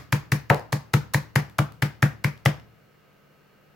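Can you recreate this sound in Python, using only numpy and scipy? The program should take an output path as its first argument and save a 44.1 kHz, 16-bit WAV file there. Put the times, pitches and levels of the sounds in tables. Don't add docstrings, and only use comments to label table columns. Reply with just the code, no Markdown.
import sys
import numpy as np
from scipy import signal
from scipy.fft import rfft, irfft
from scipy.io import wavfile

SR = 44100
rng = np.random.default_rng(int(sys.argv[2]) if len(sys.argv) > 2 else 0)


def unload_audio(sound):
    columns = np.transpose(np.atleast_2d(sound))
    steps = np.round(np.clip(columns, -1, 1) * 32767)
    wavfile.write(sys.argv[1], SR, steps.astype(np.int16))


N = 165375

# contact in seconds, the film's lead in seconds, film level in dB, smack level in dB,
# pitch of the board's brief ring in Hz, thump level in dB.
BLOWS = [(-.08, 0.0019, -26, -18.5, 1780, -19), (0.1263, 0.0028, -28.5, -18, 1720, -17.5),
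         (.3200, .0015, -27.5, -18.5, 1870, -18), (0.5006, .0037, -39.5, -15, 1800, -16.5),
         (0.7282, 0.005, -29.5, -21, 966, -21), (0.9388, .0042, -27.5, -15.5, 1690, -15),
         (1.1452, 0.0086, -25, -16.5, 1880, -18.5), (1.359, 0.0036, -29.5, -15.5, 1880, -16.5),
         (1.5888, 0.0046, -32, -18, 1356, -17), (1.8233, 0.0024, -33, -18.5, 1756, -19),
         (2.0269, .0036, -30.5, -15.5, 1800, -14), (2.2447, 0.0039, -33, -18, 2100, -19.5),
         (2.4593, 0.0063, -30.5, -14.5, 2004, -15.5)]
# start in seconds, level in dB.
BOARD_CATCHES = [(.5030, -23.5)]
FILM_TICKS = [(0.5453, -36.5), (.5955, -50), (1.498, -55.5), (1.722, -54), (2.1294, -60), (2.377, -56.5),
              (2.5985, -57.5)]
# pitch in Hz, relative level in dB, seconds to fall 60 dB.
TABLE_MODES = [(60, -15, 0.18), (71.7, -26, 0.64), (95.6, -23.5, .3), (111.5, -21, 0.62),
               (129.24, 22, 0.066), (143.9, 14.5, 0.13), (165.4, 19.5, 0.058), (202.4, 0, 0.13),
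               (229.8, -1.5, 0.066), (309, -1.5, 0.0836), (498, -10, .1)]
BOARD_MODES = [(292, 1, 0.1154), (420, 1.5, 0.15), (492.4, 4.5, 0.21), (532, -8, 0.092), (556, 2, .15),
               (690, -0.5, 0.14), (742, 4, 0.14), (831, -19, 0.1), (1036, -11, 0.1294), (1283, 1.5, 0.13),
               (1444, -9, 0.12)]
# pitch in Hz, level in dB.
HUM_TONES = [(145, -65.5), (198, -67), (1272, -69), (1560, -74), (2830, -74.5), (4300, -81.5)]
# frequency in Hz, relative level in dB.
AIR_SPECTRUM = [(25, -18.5), (60, -11), (110, -7.5), (150, 0.5), (180, -13), (240, -8), (330, -9),
                (440, -6.5), (700, -11.5), (1000, -16.5), (1500, -15.5), (2300, -17.5), (3500, -26.5),
                (5500, -29.5), (8500, -37.5), (11000, -36), (13500, -31), (16000, -28.5)]
FILM_SPECTRUM = [(200, -20.5), (1000, 3), (2500, -6.5), (4000, -0.5), (7000, -2.5), (9300, -9),
                 (11000, -2.5), (15500, -12)]
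SMACK_SPECTRUM = [(150, -15), (400, -3), (850, -1.5), (1300, 0.5), (1900, -0.5), (2300, 0), (2800, -6),
                  (3800, -13.5), (6000, -19), (9300, -26.5), (11000, -24), (16000, -25.5)]
SQUELCH_SPECTRUM = [(100, -20.5), (240, 4.5), (330, -3), (500, 1), (700, -9), (1200, -20.5), (4000, -46.5)]
CLATTER_SPECTRUM = [(200, -9), (330, -6), (500, 0), (900, 13), (1400, -11.5), (2200, -37.5), (4000, -46),
                    (16000, -54.5)]
TICK_SPECTRUM = [(300, -15.5), (2000, 0.5), (4000, -4), (9000, -12.5), (15000, -12.5)]
ECHO_SPECTRUM = [(60, -25.5), (160, -21), (260, -5.5), (350, -2.5), (600, -3), (1000, -4.5), (2000, -8),
                 (5000, -4.5), (9000, -5.5), (14000, -5)]
# frequency in Hz, seconds to fall 60 dB.
ECHO_T60 = [(100, 1.18), (300, 0.286), (1000, 0.3559), (2000, 0.3144), (5000, 0.33), (10000, 0.2154),
            (16000, 0.3)]
# frequency in Hz, left minus right in dB.
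BALANCE = [(100, 2.5), (170, 1.5), (280, 0), (600, 3), (1500, 2.5), (4000, 3), (8000, -1), (13000, -2.5)]

BRUSH_S = .003
DIRECT_LIKENESS = .63


def amp(db):
    return 10 ** (np.asarray(db) / 20)


def lookup(points, hz):
    f, value = np.transpose(points)
    return np.interp(np.log(hz + 1), np.log(f), value)


def add(mix, s, sound):
    start = round(s * SR)
    sound = sound[..., max(-start, 0):]
    part = mix[:, max(start, 0):][:, :sound.shape[-1]]
    part += sound[..., :part.shape[1]]


def stereo_noise(size, likeness=DIRECT_LIKENESS):
    left, other = rng.standard_normal((2, size))
    return np.array([left, likeness * left + np.sqrt(1 - likeness ** 2) * other])


def colour(x, spectrum, size=4096):
    log_gain = np.log(amp(lookup(spectrum, abs(np.fft.fftfreq(size, 1 / SR)))))
    response = np.exp(np.conj(signal.hilbert(log_gain)))
    taps = np.fft.ifft(response).real[:size // 2]
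    return signal.fftconvolve(x, taps[None], axes=1)[:, :x.shape[1]]


def burst(envelope, spectrum):
    x = colour(stereo_noise(envelope.shape[-1]) * envelope, spectrum)
    return x / np.sqrt((x ** 2).mean(0).sum() / (.008 * SR))


def dying_noise(spectrum, t60_s):
    t = np.arange(SR // 8) / SR
    return burst(amp(-60 * t / t60_s), spectrum)


def ring(modes, rise_s):
    t = np.arange(SR // 2) / SR
    swell = 1 - np.exp(-(t / rise_s) ** 2)
    return swell * sum(amp(db - 60 * t / t60) * np.sin(2 * np.pi * hz * t) for hz, db, t60 in modes)


def room_tone():
    t = np.arange(N) / SR
    air = colour(stereo_noise(N, likeness=.26), AIR_SPECTRUM)
    drifts = 5 * np.cumsum(rng.standard_normal((len(HUM_TONES), N)), 1) / np.sqrt(SR)
    hum = sum(amp(db) * np.sin(2 * np.pi * (hz * t + drift * np.sqrt(hz / 4000)))
              for (hz, db), drift in zip(HUM_TONES, drifts))
    return amp(-59.5) * air / air.std() + hum


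def film_slap(lead_s, t60_s=.046):
    t = np.arange(SR // 16) / SR - BRUSH_S
    grains = amp(3.5 * np.minimum(rng.exponential(1, len(t)), 4))
    brush = amp(-17) * (1 + t / BRUSH_S)
    press = amp(-60 * np.maximum(t - lead_s, 0) / t60_s)
    return burst(grains * np.where(t < 0, brush, press), FILM_SPECTRUM)


def smack(hz, hold_s=.0019, splat_t60_s=.016, pop_t60_s=.012):
    t = np.arange(SR // 16) / SR
    splat = burst(amp(-60 * np.maximum(t - hold_s, 0) / splat_t60_s), SMACK_SPECTRUM)
    pop = -np.sin(2 * np.pi * hz * t) * amp(-60 * t / pop_t60_s)
    return amp(-4) * splat + amp(7) * pop


def meat_push(peak_s=.0022):
    t = np.arange(SR // 50) / SR
    return amp(-8) * np.exp(-((t - peak_s) / (peak_s / 2)) ** 2)


def mallet_blow(lead_s, film_db, smack_db, smack_hz, thump_db):
    out, contact_s = np.zeros((2, SR // 2)), BRUSH_S + lead_s
    add(out, 0, amp(film_db) * film_slap(lead_s))
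    add(out, contact_s, amp(smack_db) * smack(smack_hz))
    add(out, contact_s, amp(thump_db) * meat_push())
    add(out, contact_s + .0018, amp(thump_db) * ring(TABLE_MODES, rise_s=.016))
    add(out, contact_s + .008, amp(thump_db - 13.5) * dying_noise(SQUELCH_SPECTRUM, t60_s=.03))
    return out


def kitchen(x, swell_s=.007, early_s=.054, early_db=3, echo_lean_db=1.18):
    size = SR * 2 // 3
    t, f = np.arange(size) / SR, np.fft.rfftfreq(size, 1 / SR)
    lean_db = lookup(BALANCE, np.fft.rfftfreq(SR, 1 / SR)) / 2
    direct = irfft(rfft(x, SR) * amp([lean_db, -lean_db]), SR)[:, :size]
    energy = np.cumsum((abs(rfft(x, size)) ** 2).mean(0))
    bins = np.arange(len(f))
    lo, hi = bins * 7 // 8, np.minimum(bins * 8 // 7 + 1, len(f) - 1)
    broad = np.sqrt(np.maximum(energy[hi] - energy[lo], 0) / (hi - lo))
    diffuse = rfft(stereo_noise(size, likeness=.18)) * broad * amp(lookup(ECHO_SPECTRUM, f))
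    hz, frame_s, bands = signal.stft(irfft(diffuse, size), SR, nperseg=256)
    t60 = lookup(ECHO_T60, hz)[:, None]
    decay = amp(-60 * frame_s / t60) * np.sqrt(2 * np.log(1000) / (t60 * SR))
    tail = signal.istft(bands * decay, SR, nperseg=256)[1][:, :size]
    swell = (1 - np.exp(-(t / swell_s) ** 2)) ** 2
    early = amp(early_db * (1 - np.tanh((t - early_s) / .0055)) / 2)
    return direct + tail * swell * early * amp([[echo_lean_db], [-echo_lean_db]])


def board_clatter():
    out = np.zeros((2, SR // 2))
    add(out, 0, ring(BOARD_MODES, rise_s=.0012))
    add(out, 0, amp(7.5) * dying_noise(CLATTER_SPECTRUM, t60_s=.063))
    return out


def film_tick():
    return dying_noise(TICK_SPECTRUM, t60_s=.008)


def scene():
    mix = room_tone()
    for contact_s, lead_s, *voicing in BLOWS:
        add(mix, contact_s - lead_s - BRUSH_S, kitchen(mallet_blow(lead_s, *voicing)))
    for s, db in BOARD_CATCHES:
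        add(mix, s, amp(db) * kitchen(board_clatter()))
    for s, db in FILM_TICKS:
        add(mix, s, amp(db) * kitchen(film_tick()))
    return mix


def record(dry):
    lowpass = signal.firwin(511, 16100, window=("kaiser", 9), fs=SR)
    return signal.oaconvolve(dry, lowpass[None], "same")


dry = scene()
out = record(dry)
unload_audio(out)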